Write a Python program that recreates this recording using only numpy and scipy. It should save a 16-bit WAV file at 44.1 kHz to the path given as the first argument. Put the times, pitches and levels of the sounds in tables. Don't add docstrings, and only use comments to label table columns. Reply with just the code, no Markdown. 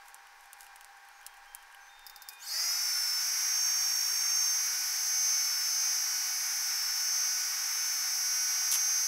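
import sys
import numpy as np
from scipy import signal
from scipy.fft import rfft, irfft, next_fast_len
from scipy.io import wavfile
from scipy.ndimage import map_coordinates

SR = 44100
rng = np.random.default_rng(int(sys.argv[2]) if len(sys.argv) > 2 else 0)


def wav_record(signal):
    frames = np.transpose(np.atleast_2d(signal))
    bounded = np.clip(frames, -1, 1)
    quanta = np.round(bounded * 32767).astype(np.int16)
    wavfile.write(sys.argv[1], SR, quanta)


N = 399987

# f/Hz, relative density/dB
ROOM_COLOUR = [(20, 0.5), (50, -32), (140, -39.5), (229, -38.5), (427, -22.5), (677, -19), (818, -3),
               (1260, -11.5), (1560, -4), (1940, -9.5), (3340, -20), (5280, -18), (6210, -19.5),
               (6920, -24.5), (16000, -31.5)]
# f/Hz, relative level/dB
FAN_LINES = [(799, -63.5), (912, -88), (943, -70), (1110, -69.5), (1446, -96), (1562, -79), (1599, -65),
             (1791, -77), (2398, -73)]
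# f/Hz, t60/s
WALL_DECAY = [(200, .25), (2000, 0.094), (12000, 0.31)]
# t/s, length/s, f/Hz, level/dB
WHISTLES = [(1.125, .09, 6560, -69), (1.22, .14, 3210, -71), (1.47, 0.16, 3167, -67.5),
            (1.802, .11, 6140, -64), (1.886, 0.64, 3640, -63.5)]
# t/s, length/s, f/Hz, level/dB
START_HUM = [(2.293, 0.12, 2460, -59.5)]

# t/s, relative crack level/dB, body against crack/dB
TICKS = [(0.1448, -30, -29), (0.5316, -29, -30), (0.608, -31, -28), (0.6666, -39, -12),
         (0.7597, -32.5, -19), (0.8104, -35, -16), (0.846, -31.5, -36), (1.265, -22, -32),
         (1.5494, -24, -28), (1.7473, -39, -6)]
# f/Hz, relative gain/dB
METAL_COLOUR = [(800, -23), (2500, -4.5), (4500, -1.5), (7000, 3.5), (11000, 6), (15000, -2.5)]
# t/s, relative crack level/dB, body against crack/dB
SNAPS = [(2.0657, -38, -18), (2.0705, -44, -24), (2.0975, -40, -18), (2.161, -40, -2), (2.2207, -38, -14),
         (2.2875, -31.5, -8)]
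# f/Hz, relative gain/dB
PLASTIC_COLOUR = [(700, -22), (3800, -16), (5000, 8), (6000, -3.5), (7000, -5), (9000, -8), (12500, 0),
                  (15500, -1.5)]
# t/s, relative crack level/dB, body against crack/dB
BOUNCES = [(8.7164, -20, -27), (8.7288, -23.5, -5.5), (8.7392, -23, -20), (8.7491, -28, -7),
           (8.757, -24.5, -8.5)]
# f/Hz, relative gain/dB
TABLE_COLOUR = [(300, -25), (1100, 4), (2000, 4), (3000, 10.5), (4500, -17), (8000, -29)]
# middle t/s, half length/s, relative level/dB
SCRAPES = [(.08, .03, -62), (.43, 0.045, -64.5), (0.617, 0.043, -57), (2.336, 0.023, -53.5),
           (4.13, 0.019, -55), (8.742, 0.027, -33.5)]

# t/s, turns per second f/Hz
FULL_SPEED = [(3.1, 244.0), (3.23, 247.5), (3.45, 248.3), (3.66, 251.1), (4.4, 250.7), (4.73, 247.6),
              (4.96, 247.7), (5.08, 248.6), (5.61, 246.0), (5.86, 248.5), (5.97, 247.6), (6.63, 247.4),
              (6.81, 246.4), (7.61, 247.8), (8.1, 246.9), (8.83, 248.7), (9.03, 247.9)]
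STRONG_ORDERS = [21, 22, 23, 25.22]
STRONG_DB = [-43.5, -35, -36.2, -34.5]
# multiple of the shaft speed, base level/dB
SHAFT_LINES = [(3, -66), (6, -54.5), (9, -56), (12, -63), (18, -57), (20, -56), (24, -89), (25, -47),
               (26, -70), (27, -63), (44, -54)]
BETWEEN_ORDERS = [18.84, 19.75, 21.22, 22.22, 24.22, 26.22, 27.22, 28.22, 32.22, 46.22, 47.22, 48.22]
BETWEEN_DB = [-61, -49, -71, -43.5, -91, -82, -68, -56, -64.5, -62, -60.5, -64]
# f/Hz, relative gain/dB
HOUSING = [(300, -76.5), (700, -37), (1200, -15), (1450, 3.5), (1750, -1), (2050, 2), (2250, 0.5),
           (3000, 4), (3900, -21), (4400, 5), (5400, 10), (6400, 14), (7000, 3.5), (9000, -11),
           (13000, -2.5)]
# f/Hz, half width/Hz, depth/dB
NULLS = [(5275, 45, 9), (5458, 28, 8), (5645, 40, 9), (5757, 18, 6), (6160, 60, 6)]
# f/Hz, relative density/dB
AIR_COLOUR = [(200, -31), (350, -31), (430, -19.5), (600, -27.5), (720, -15.5), (1000, -8.5), (1250, -2.5),
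              (1900, -0.5), (2350, -0.5), (2700, -6.5), (3000, -9.5), (3300, -11.5), (3900, -5)]
# f/Hz, relative density/dB
HISS_COLOUR = [(3900, -16), (4400, -3), (5000, 1.5), (5900, 0), (6500, 1.5), (7300, -6), (8000, -3),
               (9300, -4.5), (10500, -5), (11700, 0), (13200, -4.5), (15400, -6)]
# t/s, relative level/dB
HISS_LEVEL = [(2.8, -41.5), (4.22, -40.5), (4.24, -41), (7.61, -42), (8.68, -41)]

FIDGET_UNTIL_S, FIDGET_DB, FIDGET_SPREAD_DB, FIDGET_BODY_DB = 2.0, -46, 4, -15
BUMP_S, BUMP_HZ, BUMP_DB, BUMP_T60_S = 4.12, 403, -53, 0.1
START_S, SPIN_UP_S = 2.3, 0.128
AIR_DB, HISS_TRIM_DB = -45.5, 2.9
AIR_REST_DROP_DB, HISS_REST_DROP_DB, WHINE_REST_DROP_DB = 159, 103, 122
CROWD_DB, CROWD_AT = 5.5, 0.18
TOP_HZ = 15700


def amp(db):
    return 10 ** (np.asarray(db) / 20)


def unit(x):
    return x / np.sqrt(np.mean(x ** 2) + 1e-20)


def along(points, hz):
    f, value = np.transpose(points)
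    return np.interp(np.log(hz + 1), np.log(f + 1), value)


def clock():
    return np.arange(N) / SR


def curves(rows):
    s, *columns = np.transpose(rows)
    return [np.interp(clock(), s, column) for column in columns]


def wobble(rate):
    coarse = clock()[::64]
    knots = rng.standard_normal(4000)
    return np.interp(clock(), coarse, map_coordinates(knots, [coarse * rate], mode="mirror"))


def filtered(x, response):
    size = next_fast_len(N + 8192)
    spectrum = rfft(x, size) * response(np.fft.rfftfreq(size, 1 / SR))
    return irfft(spectrum, size)[..., :N]


def noise(colour, lo_hz=15, hi_hz=20000):
    def response(hz):
        edges = 1 / np.sqrt((1 + (lo_hz / (hz + 1)) ** 20) * (1 + (hz / hi_hz) ** 20))
        return amp(along(colour, hz)) * edges
    return unit(filtered(rng.standard_normal(N), response))


def ring(x, colour, size=1024):
    cepstrum = irfft(along(colour, np.fft.rfftfreq(size, 1 / SR)) * np.log(10) / 20)
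    cepstrum[1:size // 2] *= 2
    cepstrum[size // 2 + 1:] = 0
    response = irfft(np.exp(rfft(cepstrum)))
    return signal.oaconvolve(x, response / np.linalg.norm(response))[:N]


def tone(turns, db):
    return np.sqrt(2) * amp(db) * np.sin(2 * np.pi * turns)


def room_tone(floor_db=-56, fan_db=-1):
    lines = np.zeros(N)
    for hz, db in FAN_LINES:
        lines += tone(hz * clock() + 0.14 * wobble(9), db + 2 * wobble(4.5))
    rush = amp(floor_db + 0.31 * wobble(6)) * noise(ROOM_COLOUR)
    return rush + amp(fan_db) * lines


def walls(x):
    hz, t, grid = signal.stft(rng.standard_normal((2, SR // 3)), SR, nperseg=256)
    decay = amp(-60 * t / along(WALL_DECAY, hz)[:, None])
    tail = signal.istft(grid * decay, SR, nperseg=256)[1]
    return signal.oaconvolve(x[None], tail / np.linalg.norm(tail[0]), axes=1)[:, :N]


def whistles(overtone_db=-15, ramp_s=0.0083):
    out = np.zeros(N)
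    for s, length, hz, db in list(WHISTLES) + list(START_HUM):
        t = clock() - s
        gate = np.clip(np.minimum(t, length - t) / ramp_s, 0, 1)
        turns = hz * t + 0.077 * wobble(40)
        out += gate * (tone(turns, db) + tone(2 * turns, db + overtone_db))
    return out


def bump(attack_s=0.0071):
    t = np.maximum(clock() - BUMP_S, 0)
    attack = 1 - np.exp(-t / attack_s)
    return tone(BUMP_HZ * t, BUMP_DB - 60 * t / BUMP_T60_S) * attack


def scrapes(grain_db=6):
    swell = np.zeros(N)
    for s, half, db in SCRAPES:
        swell += amp(db) * np.exp(-((clock() - s) / half) ** 2)
    grains = amp(grain_db * wobble(400)) * rng.standard_normal(N)
    return swell * unit(ring(grains, METAL_COLOUR))


def fidgets(count=20):
    rows = []
    for when, size in rng.random((count, 2)):
        db = FIDGET_DB + FIDGET_SPREAD_DB * (2 * size - 1)
        rows.append((FIDGET_UNTIL_S * when, db, FIDGET_BODY_DB))
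    return rows


def contacts(rows, colour, crack_t60, tail_t60, tail_db, gain_db, knock_db):
    t = np.arange(SR // 10) / SR
    edge, body = np.zeros((2, N + len(t)))
    for s, db, body_db in rows:
        shape = amp(-60 * t / crack_t60) + amp(tail_db - 60 * t / tail_t60)
        bursts = shape * rng.standard_normal((2, len(t)))
        bursts /= np.linalg.norm(bursts, axis=1, keepdims=True)
        start = round(s * SR)
        edge[start:][:len(t)] += amp(db) * bursts[0]
        body[start:][:len(t)] += amp(db + body_db) * bursts[1]
    return amp(gain_db) * (ring(edge, colour) + amp(knock_db) * ring(body, TABLE_COLOUR))


def handling():
    ticks = contacts(list(TICKS) + fidgets(), METAL_COLOUR, crack_t60=0.00073, tail_t60=0.033,
                     tail_db=-18.5, gain_db=8.0, knock_db=12.5)
    snaps = contacts(SNAPS, PLASTIC_COLOUR, crack_t60=0.0072, tail_t60=0.069,
                     tail_db=-6, gain_db=20.5, knock_db=-15)
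    screw = contacts(BOUNCES, METAL_COLOUR, crack_t60=0.0012, tail_t60=0.059,
                     tail_db=-20, gain_db=17.0, knock_db=0.5)
    return ticks + snaps + screw + scrapes() + bump()


def spun_up():
    return 1 - np.exp(-np.maximum(clock() - START_S, 0) / SPIN_UP_S)


def radiated(hz, usual_hz):
    coarse = hz[::64]
    gain_db = along(HOUSING, coarse) - along(HOUSING, usual_hz)
    for centre, width, depth_db in NULLS:
        gain_db = gain_db - depth_db * np.exp(-((coarse - centre) / width) ** 2)
    return np.interp(clock(), clock()[::64], gain_db)


def whine(full_hz, speed, turns, strain):
    def level(order, db):
        roughness_db = 12 * strain * wobble(70)
        return db + radiated(order * speed, order * full_hz.mean()) + roughness_db

    lines = np.zeros(N)
    for order, db in zip(STRONG_ORDERS, STRONG_DB):
        jitter = 0.046 * wobble(45) + 1.4 * strain * wobble(110)
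        lines += tone(order * turns + jitter, level(order, db) + 2.0 * wobble(3.6))
    weak = [(round(order), db) for order, db in SHAFT_LINES] + list(zip(BETWEEN_ORDERS, BETWEEN_DB))
    crowd_db = CROWD_DB * strain / CROWD_AT * np.exp(1 - strain / CROWD_AT)
    for order, db in weak:
        jitter = 0.0069 * order * wobble(22)
        lines += tone(order * turns + jitter, level(order, db) + crowd_db + 2.43 * wobble(5))
    return amp(-WHINE_REST_DROP_DB * strain ** 2) * lines


def air_rush(strain, churn_db=0.76):
    level_db = AIR_DB - AIR_REST_DROP_DB * strain ** 2 + churn_db * wobble(14)
    return amp(level_db) * noise(AIR_COLOUR, 218, 3760)


def brush_hiss(turns, strain, chop=0.14):
    rub = unit(1 + chop * np.sin(2 * np.pi * turns)) * amp(0.28 * wobble(30))
    course_db, = curves(HISS_LEVEL)
    level_db = course_db + HISS_TRIM_DB - HISS_REST_DROP_DB * strain ** 2
    return amp(level_db) * rub * noise(HISS_COLOUR, lo_hz=3770)


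def motor():
    running = spun_up()
    full_hz, = curves(FULL_SPEED)
    speed = full_hz * running
    turns = np.cumsum(speed) / SR
    strain = 1 - running
    return whine(full_hz, speed, turns, strain) + air_rush(strain) + brush_hiss(turns, strain)


def scene():
    close = handling()
    return room_tone() + whistles() + close + amp(-19.5) * walls(close) + motor()


def record(dry):
    return filtered(dry, lambda hz: hz < TOP_HZ)


dry = scene()
out = record(dry)
wav_record(out)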